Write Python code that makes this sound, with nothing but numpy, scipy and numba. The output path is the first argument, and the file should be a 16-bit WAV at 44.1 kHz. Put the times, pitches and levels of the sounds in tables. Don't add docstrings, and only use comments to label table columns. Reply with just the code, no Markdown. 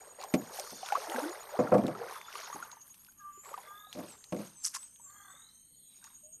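import sys
import numpy as np
from scipy import signal
from scipy.fft import rfft, irfft
from scipy.io import wavfile
from scipy.ndimage import uniform_filter1d
from numba import njit

SR = 44100
rng = np.random.default_rng(int(sys.argv[2]) if len(sys.argv) > 2 else 0)


def unload_wav(signal):
    wavfile.write(
        sys.argv[1],
        SR,
        np.round(np.clip(np.atleast_2d(signal).T, -1, 1) * 32767).astype(np.int16),
    )


N = 282240
T = np.arange(N) / SR


def undb(db):
    return 10 ** (np.asarray(db) / 20)


def unit(x):
    return x / np.sqrt(np.mean(x ** 2))


def noise():
    return rng.standard_normal(N)


def band(x, lo_hz, hi_hz, order=2):
    edges_hz = [lo_hz, min(hi_hz, .45 * SR)]
    return signal.sosfilt(signal.butter(order, edges_hz, "band", fs=SR, output="sos"), x)


def walk(rate):
    hold = int(SR / rate)
    steps = np.repeat(rng.standard_normal(N // hold + 1), hold)
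    return 1.4 * uniform_filter1d(uniform_filter1d(steps, hold), hold)[:N]


def swell_db(s, swell_s, hold_s, fade_db_per_s):
    rise = 15 * np.clip(s - T, 0, None) / max(swell_s, 1e-3)
    return -rise - fade_db_per_s * np.clip(T - s - hold_s, 0, None)


def glide(s, from_hz, to_hz, glide_s):
    return from_hz + (to_hz - from_hz) * np.clip((T - s) / glide_s, 0, 1)


def tone(hz):
    return np.sqrt(2) * np.sin(2 * np.pi * np.cumsum(hz) / SR)


@njit
def rings(n, s, size, hz, t60, octaves, rise):
    out = np.zeros(n)
    for e in range(len(s)):
        start, phase = int(s[e] * SR), 0.
        for i in range(min(int(t60[e] * SR), n - start)):
            t = i / SR
            now_hz = min(hz[e] * 2 ** (octaves[e] * t / t60[e]), .45 * SR)
            phase += 2 * np.pi * now_hz / SR
            fade = np.exp(-np.log(1000) * t / t60[e])
            onset = 1 - np.exp(-(t / rise) ** 2)
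            out[start + i] += size[e] * np.sin(phase) * fade * onset
    return out


def grains(count, lo_hz, hi_hz, cycles, scatter_db, octaves, tilt=0.86):
    place, pitch, luck, length = rng.random((count, 4)).T
    hz = lo_hz * (hi_hz / lo_hz) ** pitch
    size_db = scatter_db * np.minimum(-np.log(1 - luck), 4.5)
    size = undb(size_db) * (hz / lo_hz) ** tilt
    t60 = cycles * (.5 + length) / hz
    shower = rings(N, place * N / SR, size, hz, t60, octaves * length, 0.00029)
    return unit(band(shower, .9 * lo_hz, 1.1 * hi_hz, order=4))


def bursts(s, db, lo_hz, hi_hz, t60):
    kick = np.zeros(N)
    np.add.at(kick, (np.asarray(s) * SR).astype(int), undb(db))
    fade = signal.lfilter([1], [1, -np.exp(-np.log(1000) / (t60 * SR))], kick)
    return band(fade * noise(), lo_hz, hi_hz) * np.sqrt(SR / 2 / (hi_hz - lo_hz))


def hull():
    # (time [s], level [dB], upper planks over the thud [dB], crack over the thud [dB])
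    knocks = [(0.339, -16.5, -7, -12), (0.721, -39, -9, -18), (1.59, -19.5, 3, -34),
              (1.598, -22.5, -0.5, -34), (1.639, -27, -7.5, -36), (1.717, -26, 0, -33),
              (1.721, -15.5, 3, -38), (1.739, -19, 2.5, -25.5), (1.746, -17, -0.5, -32),
              (1.781, -24.5, -5, -21.5), (1.836, -19.5, -11, -32), (1.879, -27.5, -1.5, -18.5),
              (2.547, -38, -12, -22), (3.95, -38, -5, -18), (3.97, -36, -3, -20), (3.988, -35.5, -2.5, -14),
              (4.029, -40, -1, -20), (4.323, -22, -4.5, -20.5), (4.346, -30, -15.5, -24),
              (4.364, -33.5, -13, -16), (4.389, -38, -1.5, -14)]
    # (frequency [Hz], level [dB], t60 [s])
    modes = [(129.3, -15, 0.17), (197, -4, .12), (261, 2, 0.075), (319, -5.5, 0.11), (406.3, -2, 0.062),
             (517, 0, 0.094), (602, 2, 0.082), (720, -4, 0.09), (889, -9.5, 0.07), (1113, -8, 0.06),
             (1323, -13, 0.04), (1620, -19, 0.035), (2100, -24, 0.03), (2460, -26.5, 0.027)]
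    s, db, upper_db, crack_db = np.transpose(knocks)
    out = bursts(s, db + crack_db - 3.0, 1300, 9000, 0.051)
    out += bursts(s, db + crack_db - 3.5, 2000, 2600, 0.05)
    for hz, mode_db, t60 in modes:
        plank_db = upper_db if hz > 450 else 0
        blow_db = db + mode_db + plank_db + 1.5 * rng.standard_normal(len(s))
        blow_hz = hz * (1 + 0.0199 * rng.standard_normal(len(s)))
        rise = .0006 + .3 / hz
        out += rings(N, s, undb(blow_db - 3.5), blow_hz, t60 + 0 * s, 0 * s, rise)
        reach_hz = 1.8 * 2.58 / t60
        out += bursts(s, blow_db - 18.5, hz - reach_hz, hz + reach_hz, 2.64 * t60)
    return band(out, 95, 12000)


def bubbles():
    # (time [s], level [dB], nominal pitch [Hz])
    drips = [(0.016, -47, 786), (0.204, -38, 770), (0.236, -36, 1050), (0.245, -37, 754),
             (0.588, -31.5, 766), (0.601, -34, 602), (0.674, -45, 1210), (0.831, -32, 757),
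             (0.903, -31, 1420), (0.923, -19, 816), (0.934, -32, 700), (0.949, -29, 1020),
             (0.954, -22, 1131), (0.963, -27.5, 1280), (0.972, -33, 700), (0.979, -33.5, 545),
             (1.052, -41, 766), (1.095, -41, 635), (1.119, -30.5, 786), (1.121, -38.5, 2000),
             (1.145, -27.5, 890), (1.161, -29.5, 1604), (1.183, -25, 509), (1.239, -32, 1456),
             (1.673, -31.5, 1390), (1.951, -33.5, 1314), (1.905, -38, 1150), (2.016, -35, 783),
             (2.084, -38.5, 1504), (2.164, -37.5, 1270), (2.283, -39, 1346), (2.354, -33.5, 1170),
             (2.4, -43.5, 644), (2.477, -47, 750), (2.5, -36, 950), (2.528, -31.5, 1190),
             (2.559, -36.5, 836), (2.601, -39, 1090), (2.626, -33.5, 1413), (2.729, -45, 970),
             (2.769, -48.5, 920), (3.086, -50, 1500), (3.375, -55.5, 393), (3.457, -46, 1134),
             (3.491, -45.5, 1360), (3.515, -45, 550), (3.53, -39, 940), (3.541, -29.5, 1204),
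             (3.577, -33.5, 983), (3.579, -37.5, 770), (3.651, -50, 2110), (3.676, -48, 2080),
             (3.869, -54, 760), (4.765, -36, 1054), (4.998, -53, 950), (5.34, -61, 560),
             (6.027, -53.5, 1535), (6.069, -53, 1130)]
    s, db, hz = np.transpose(drips)
    octaves = .1 + .3 * rng.random(len(s))
    ringing = rings(N, s - .001, undb(db + 2.5), .97 * hz, .02 + 22 / hz, octaves, .0014)
    slaps = bursts(s, db - 17.5, 500, 2800, 0.03)
    return band(ringing * undb(1.4 * walk(200)), 170, 5000) + slaps


def gulps():
    # (time [s], level [dB], start pitch [Hz], rise [octaves], t60 [s])
    pockets = [(1.08, -34.5, 330.4, 0.079, 0.091), (1.14, -33.5, 244, 0.071, 0.14),
               (1.215, -30.5, 289.5, 0.19, 0.13), (1.25, -27.5, 314.6, 0.38, 0.098),
               (1.285, -29.5, 308, .6, 0.063), (1.53, -27.5, 440, 2.54, 0.085),
               (1.998, -34.5, 470, .05, 0.11), (3.51, -43, 696, 1.5, 0.07), (6.225, -60.5, 593, 0.25, 0.26)]
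    s, db, hz, octaves, t60 = np.transpose(pockets)
    ringing = rings(N, s, undb(db + 7.0), hz, t60, octaves, 0.015)
    return band(ringing * undb(2.2 * walk(150)), 170, 5000)


def ticks():
    # (time [s], level [dB], centre [Hz])
    taps = [(0.203, -42, 4200), (0.2132, -32.5, 4300), (0.226, -32.5, 4200), (0.2392, -27.5, 6400),
            (0.416, -45, 1800), (0.539, -34, 5330), (0.5975, -21, 5700), (0.706, -30.5, 5410),
            (0.8612, -30.5, 3500), (0.8878, -31, 1310), (0.8875, -32, 2600), (0.9226, -27, 1690),
            (1.0982, -27.5, 3180), (1.162, -32.5, 2080), (1.195, -32, 5200), (1.212, -41.5, 3800),
            (1.269, -40, 1940), (1.295, -32, 6080), (1.8668, -29, 3760), (2.214, -35, 2180),
            (2.327, -37, 2700), (2.3544, -34, 2590), (2.382, -37, 3020), (2.402, -38, 4000),
            (2.5404, -34, 6600), (2.6276, -38, 6470), (2.716, -35.5, 4050), (2.816, -46, 5200),
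            (2.869, -46, 10800), (2.892, -50, 11000), (2.9427, -47.5, 2800), (2.944, -42.5, 10200),
            (2.952, -47, 10320), (2.976, -47, 11000), (3.048, -43.5, 5000), (3.067, -50.5, 2700),
            (3.121, -46.5, 11500), (3.4482, -42.5, 2200), (3.491, -44, 2000), (3.9282, -29.5, 3400),
            (4.2413, -35, 4270), (4.474, -39.5, 6700), (4.83, -44, 3560), (4.96, -47, 3360),
            (5.105, -54.5, 3700), (6.0418, -32.5, 6640)]
    s, db, hz = np.transpose(taps)
    ringing = rings(N, s, undb(db + 1.1), hz, 16 / hz, 0 * s, .0001)
    return band(ringing, 800, 15000) + bursts(s, db - 15.5, 1400, 11000, 0.029)


def stirred_water():
    # (loudest from [s], swell [s], hold [s], fade [dB/s],
    #          gurgle [dB], trickle [dB], fizz [dB], spray [dB])
    spells = [(0.0, .02, 0.045, 29, -58.5, -61, -67.5, -78),
              (0.199, 0.034, 0.026, 115, -50.5, -53.5, -58.5, -77),
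              (0.348, 0.051, 0.17, 30, -54, -57, -63, -69),
              (0.544, 0.043, 0.059, 46, -56.5, -53, -54, -49.5),
              (0.864, 0.076, 0.11, 13, -61, -50.5, -54.5, -60.5),
              (1.106, 0.2, 0.15, 58, -42.5, -47, -54, -56),
              (1.655, 0.33, 0.43, 113, -47.5, -49.5, -61.5, -66),
              (2.137, 0.1, 0.021, 194, -62, -49.5, -55.5, -53.5),
              (2.363, 0.11, 0.028, 77, -58.5, -47, -50, -55),
              (2.514, 0.17, 0.15, 99, -62, -53.5, -62, -59.5), (2.899, 0.14, .02, 28, -97, -82, -77, -62.5),
              (3.45, 0.02, 0.15, 77, -61, -55, -65.5, -61),
              (3.94, 0.046, 0.18, 133, -63.5, -61, -60.5, -63),
              (4.421, 0.14, 0.037, 149.5, -64, -60, -62, -61),
              (4.695, 0.25, 0.13, 132.5, -84.5, -69.5, -66, -67),
              (5.153, 0.15, 0.17, 60, -81, -71, -86, -88.5),
              (5.92, 0.037, .08, 100.5, -90, -81, -72.5, -76.5),
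              (6.052, 0.037, 0.015, 156, -88, -62, -65.5, -74)]
    calm_db = [-92, -95, -91, -87]
    power = undb(calm_db)[:, None] ** 2
    for row in spells:
        power = power + np.outer(undb(row[4:]), undb(swell_db(*row[:4]))) ** 2
    gurgle_gain, trickle_gain, fizz_gain, spray_gain = np.sqrt(power)
    gurgle = grains(count=3500, lo_hz=380, hi_hz=900, cycles=20, scatter_db=3.4, octaves=.45)
    trickle = grains(count=7000, lo_hz=850, hi_hz=2200, cycles=20, scatter_db=3.2, octaves=.45, tilt=-.4)
    fizz = grains(count=12000, lo_hz=2175, hi_hz=6770, cycles=30, scatter_db=3.5, octaves=0.28, tilt=0.88)
    fizz = unit(fizz + 0.47 * unit(band(noise(), 3800, 6500, order=4)))
    spray = grains(count=12000, lo_hz=8200, hi_hz=13200, cycles=54, scatter_db=6.0, octaves=0)
    spray = unit(spray + 0.73 * unit(band(noise(), 8000, 13200, order=5)))
    out = gurgle_gain * gurgle + trickle_gain * trickle
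    out += fizz_gain * undb(1.64 * walk(30)) * fizz
    out += spray_gain * undb(1.8 * walk(40)) * spray
    return undb(0.74 * walk(18)) * out


def blade_rush():
    # (loudest from [s], swell [s], hold [s], fade [dB/s], level [dB])
    sheets = [(.55, 0.073, .27, 30.5, -57), (2.356, .06, 0.065, 90, -63)]
    # (centre [Hz], width [Hz], level [dB])
    rush_bands = [(4450, 500, -2.5), (5400, 940, 0), (6100, 500, -3)]
    rush = 0
    for hz, width, db in rush_bands:
        rush = rush + undb(db + 2 * walk(12)) * unit(band(noise(), hz - width / 2, hz + width / 2))
    return rush * sum(undb(row[4] + swell_db(*row[:4])) for row in sheets)


def net():
    # (loudest at [s], crackle [dB], hold [s], coarse drops over the crackle [dB])
    snaps = [(4.647, -30, 0.034, -20), (4.748, -38, 0.021, -5.5)]
    swell_s, fade_db_per_s, sag_db_per_s = 0.0094, 2202, 280
    tail_db, tail_fade_db_per_s = -22, 134
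    bright = grains(count=30000, lo_hz=5100, hi_hz=11360, cycles=6.5, scatter_db=3.0, octaves=0)
    body = grains(count=14000, lo_hz=1006, hi_hz=4500, cycles=9.1, scatter_db=3.5, octaves=0)
    out = 0
    for s, db, hold, body_db in snaps:
        sag_db = sag_db_per_s * np.clip(T - s, 0, None)
        gain = undb(swell_db(s, swell_s, hold, fade_db_per_s) - sag_db)
        gain += undb(tail_db + swell_db(s, swell_s, hold, tail_fade_db_per_s))
        out = out + undb(db) * gain * (bright + undb(body_db) * body)
    return out


def near_crickets():
    # (first chirp [s], end [s], period [s], pitch [Hz], first level [dB], last level [dB])
    phrases = [(0.0, 1.65, 0.093, 6800, -50.5, -49), (1.794, 1.77, .0944, 6750, -45, -71),
               (2.26, 2.45, 0.1, 6790, -53, -51), (3.495, 4.3, 0.097, 6770, -54.5, -60.5),
               (5.757, 6.4, 0.097, 6790, -57.5, -51), (0.145, 0.89, 0.09, 6700, -56, -54.5),
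               (2.428, 3.25, .0933, 6630, -45.5, -52.5), (4.192, 4.47, 0.085, 6640, -60, -52),
               (4.845, 5.33, 0.091, 6630, -55, -60), (5.95, 6.4, .0928, 6630, -53, -45.5)]
    out = np.zeros(N)
    t = np.arange(int(0.038 * SR)) / SR
    strokes = 1 - 0.27 * np.cos(np.pi * 185 * t) ** 2
    for first, end, period, hz, first_db, last_db in phrases:
        chirp = np.sin(np.pi * t / t[-1]) * strokes * np.sin(2 * np.pi * hz * t)
        for s in np.arange(max(first, 0), end, period):
            start = int(s * SR)
            db = np.interp(s, [first, end], [first_db, last_db]) + 2 * rng.standard_normal()
            out[start:start + len(t)] += undb(db) * chirp[:N - start]
    return out


def far_insects():
    # (time [s], high band [dB], low band [dB])
    chorus = [(0.0, -61.5, -83), (0.59, -62, -65), (1.18, -61.5, -63), (1.6, -66.5, -91),
              (2.46, -72.5, -64), (3.05, -75, -77), (3.58, -74.5, -83.5), (4.4, -62.5, -66.5),
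              (5.3, -64, -68.5), (5.79, -62.5, -89), (6.4, -61.5, -76)]
    s, high_db, low_db = np.transpose(chorus)
    high_db, low_db = np.interp(T, s, high_db), np.interp(T, s, low_db)
    out = undb(high_db + 1.5 * walk(150)) * unit(band(noise(), 8350, 8850, order=3))
    out += undb(low_db + 3.3 * walk(16)) * unit(band(noise(), 6150, 6350, order=3))
    out += undb(-72.0 + 3.8 * walk(21)) * unit(band(noise(), 6550, 6850, order=3))
    out += undb(-72.5 + 3.7 * walk(9.1)) * unit(band(noise(), 11300, 11750, order=3))
    out += undb(-76.5 + 3.8 * walk(4)) * unit(band(noise(), 9100, 9400))
    out += undb(-85.0 + 3.6 * walk(5)) * unit(band(noise(), 3070, 3130))
    return out


def honks():
    # (loudest from [s], swell [s], hold [s], fade [dB/s], third partial from [Hz], to [Hz], glide [s],
    #  its level [dB], fourth partial over it [dB], hoarseness [1])
    calls = [(2.602, 0.011, .01, 86, 1223, 1172, .2, -58.5, -18, .11),
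             (3.202, .008, 0.011, 500, 1244, 1177, 0.032, -59, -3.5, 0.08),
             (3.251, 0.037, 0.052, 300, 1183, 1171, 0.096, -48.5, -26.5, 0.09),
             (3.678, .02, 0.036, 35, 1189, 1247, .15, -53.5, -9, 0.2),
             (5.086, 0.052, 0.025, 200, 1145, 1192, 0.047, -64.5, -12, .6),
             (5.18, .05, .12, 300, 1240, 1181, .1, -63.5, -1.5, 0.76),
             (5.325, 0.057, 0.068, 190, 1266, 1294, .1, -68.5, -10, 1.61)]
    out = 0
    for s, swell, hold, fade, from_hz, to_hz, glide_s, db, fourth_db, hoarse in calls:
        waver = 1 + hoarse * (0.0154 * walk(30) + 0.0202 * walk(300))
        third_hz = glide(s, from_hz, to_hz, glide_s) * waver
        pitch = third_hz / 3
        rough = hoarse * (.55 * tone(5 * pitch) + .5 * tone(2 * pitch)) * undb(3 * walk(20))
        stack = tone(third_hz) + undb(fourth_db) * (tone(4 * pitch) + rough)
        breath = unit(band(noise(), 1060, 1870, order=3))
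        call = stack * (1 + np.clip(hoarse, 0, 1) * walk(150)) + 0.58 * hoarse * breath
        spent_db = 600 * np.clip(T - s - .19, 0, None)
        out = out + undb(db + swell_db(s, swell, hold, fade) - spent_db) * call
    return out


def whistles():
    # (time [s], hold [s], fade [dB/s], from [Hz], to [Hz], glide [s], level [dB], blur [Hz])
    calls = [(3.333, 0.03, 149.5, 6840, 7010, 0.041, -56.5, 89.7),
             (3.385, 0.095, 200, 7100, 7550, .08, -62, 159.7),
             (3.43, 0.057, 249.5, 7850, 7900, .04, -63, 90.5),
             (4.093, 0.018, 117, 8280, 7410, 0.047, -54, 60),
             (4.568, 0.057, 298.5, 8020, 7300, 0.064, -57.5, 60),
             (4.793, 0.042, 400.5, 7870, 8250, 0.061, -53.5, 60),
             (5.017, 0.024, 70, 7900, 7100, 0.075, -59.5, 80), (5.09, .2, 150.5, 4330, 4280, .3, -79, 50),
             (5.296, .04, 182, 7740, 8050, 0.0406, -60, 89),
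             (5.491, 0.033, 199.5, 4880, 6400, 0.04, -74.5, 250),
             (5.55, 0.058, 149, 6410, 6540, 0.047, -64.5, 120), (5.5, 0.28, 150, 3950, 4210, 0.2, -77, 170),
             (5.801, 0.27, 120, 4190, 3720, 0.19, -74.5, 44.9)]
    out = 0
    for s, hold, fade, from_hz, to_hz, glide_s, db, blur_hz in calls:
        level_db = db + swell_db(s, 0.014, hold, fade) + 3.3 * walk(70)
        out = out + undb(level_db) * tone(glide(s, from_hz, to_hz, glide_s) + blur_hz * walk(500))
    return out


def trills():
    # (time [s], length [s], from [Hz], to [Hz], level [dB])
    calls = [(0.678, 0.15, 3480, 3560, -65.5), (2.1, .19, 3470, 3560, -64), (3.602, 0.26, 3330, 3660, -63),
             (3.83, 0.082, 3720, 4080, -64.5), (5.152, 0.25, 3290, 3680, -67.5),
             (5.387, 0.096, 3710, 4060, -61)]
    pips_hz, sharpness, growth_db = 43.2, 2, 5.5
    throb = np.exp(sharpness * (np.sin(2 * np.pi * pips_hz * T) - 1)) * 2
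    out = 0
    for s, length, from_hz, to_hz, db in calls:
        hz = glide(s, from_hz, to_hz, length) * (1 + 0.012 * walk(60) + 0.01207 * walk(500))
        below_db = growth_db * np.clip(1 - (T - s) / (0.5 * length), 0, 1)
        level_db = db + swell_db(s, .01, length, 230) - below_db + 2.5 * walk(45)
        out = out + undb(level_db) * throb * tone(hz)
    return out


def birds():
    calls = honks() + whistles() + trills()
    tail = np.arange(int(.4 * SR)) / SR
    echo = rng.standard_normal(len(tail)) * np.exp(-np.log(1000) * tail / .5)
    return calls + undb(-38) * signal.fftconvolve(calls, echo)[:N]


def background_hush():
    # (frequency [Hz], relative level per Hz [dB])
    spectrum = [(15, -7.5), (60, -4), (250, -4), (450, -19), (900, -32), (2200, -25), (3500, -22),
                (5000, -41), (7300, -24.5), (10200, -31), (11500, -16.5), (13200, -12.5), (13900, -32.5),
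                (22050, -39.5)]
    hz, db = np.transpose(spectrum)
    f = np.fft.rfftfreq(N, 1 / SR) + 1
    shape = undb(np.interp(np.log(f), np.log(hz), db))
    hush = undb(-71) * unit(irfft(rfft(noise()) * shape, N))
    edges_hz = [10] + list(np.geomspace(450, 19000, 20))
    depth_db = [.6] + [5.5] * (len(edges_hz) - 2)
    out = 0
    for lo, hi, depth in zip(edges_hz, edges_hz[1:], depth_db):
        out = out + undb(depth * walk(7)) * band(hush, lo, hi, order=3)
    return out


def scene():
    boat = hull() + bubbles() + gulps() + ticks() + stirred_water() + blade_rush() + net()
    banks = near_crickets() + far_insects() + birds()
    return (boat + banks + background_hush())[None]


def record(dry):
    return signal.sosfilt(signal.ellip(12, .2, 80, 15600, fs=SR, output="sos"), dry)


dry = scene()
out = record(dry)
unload_wav(out)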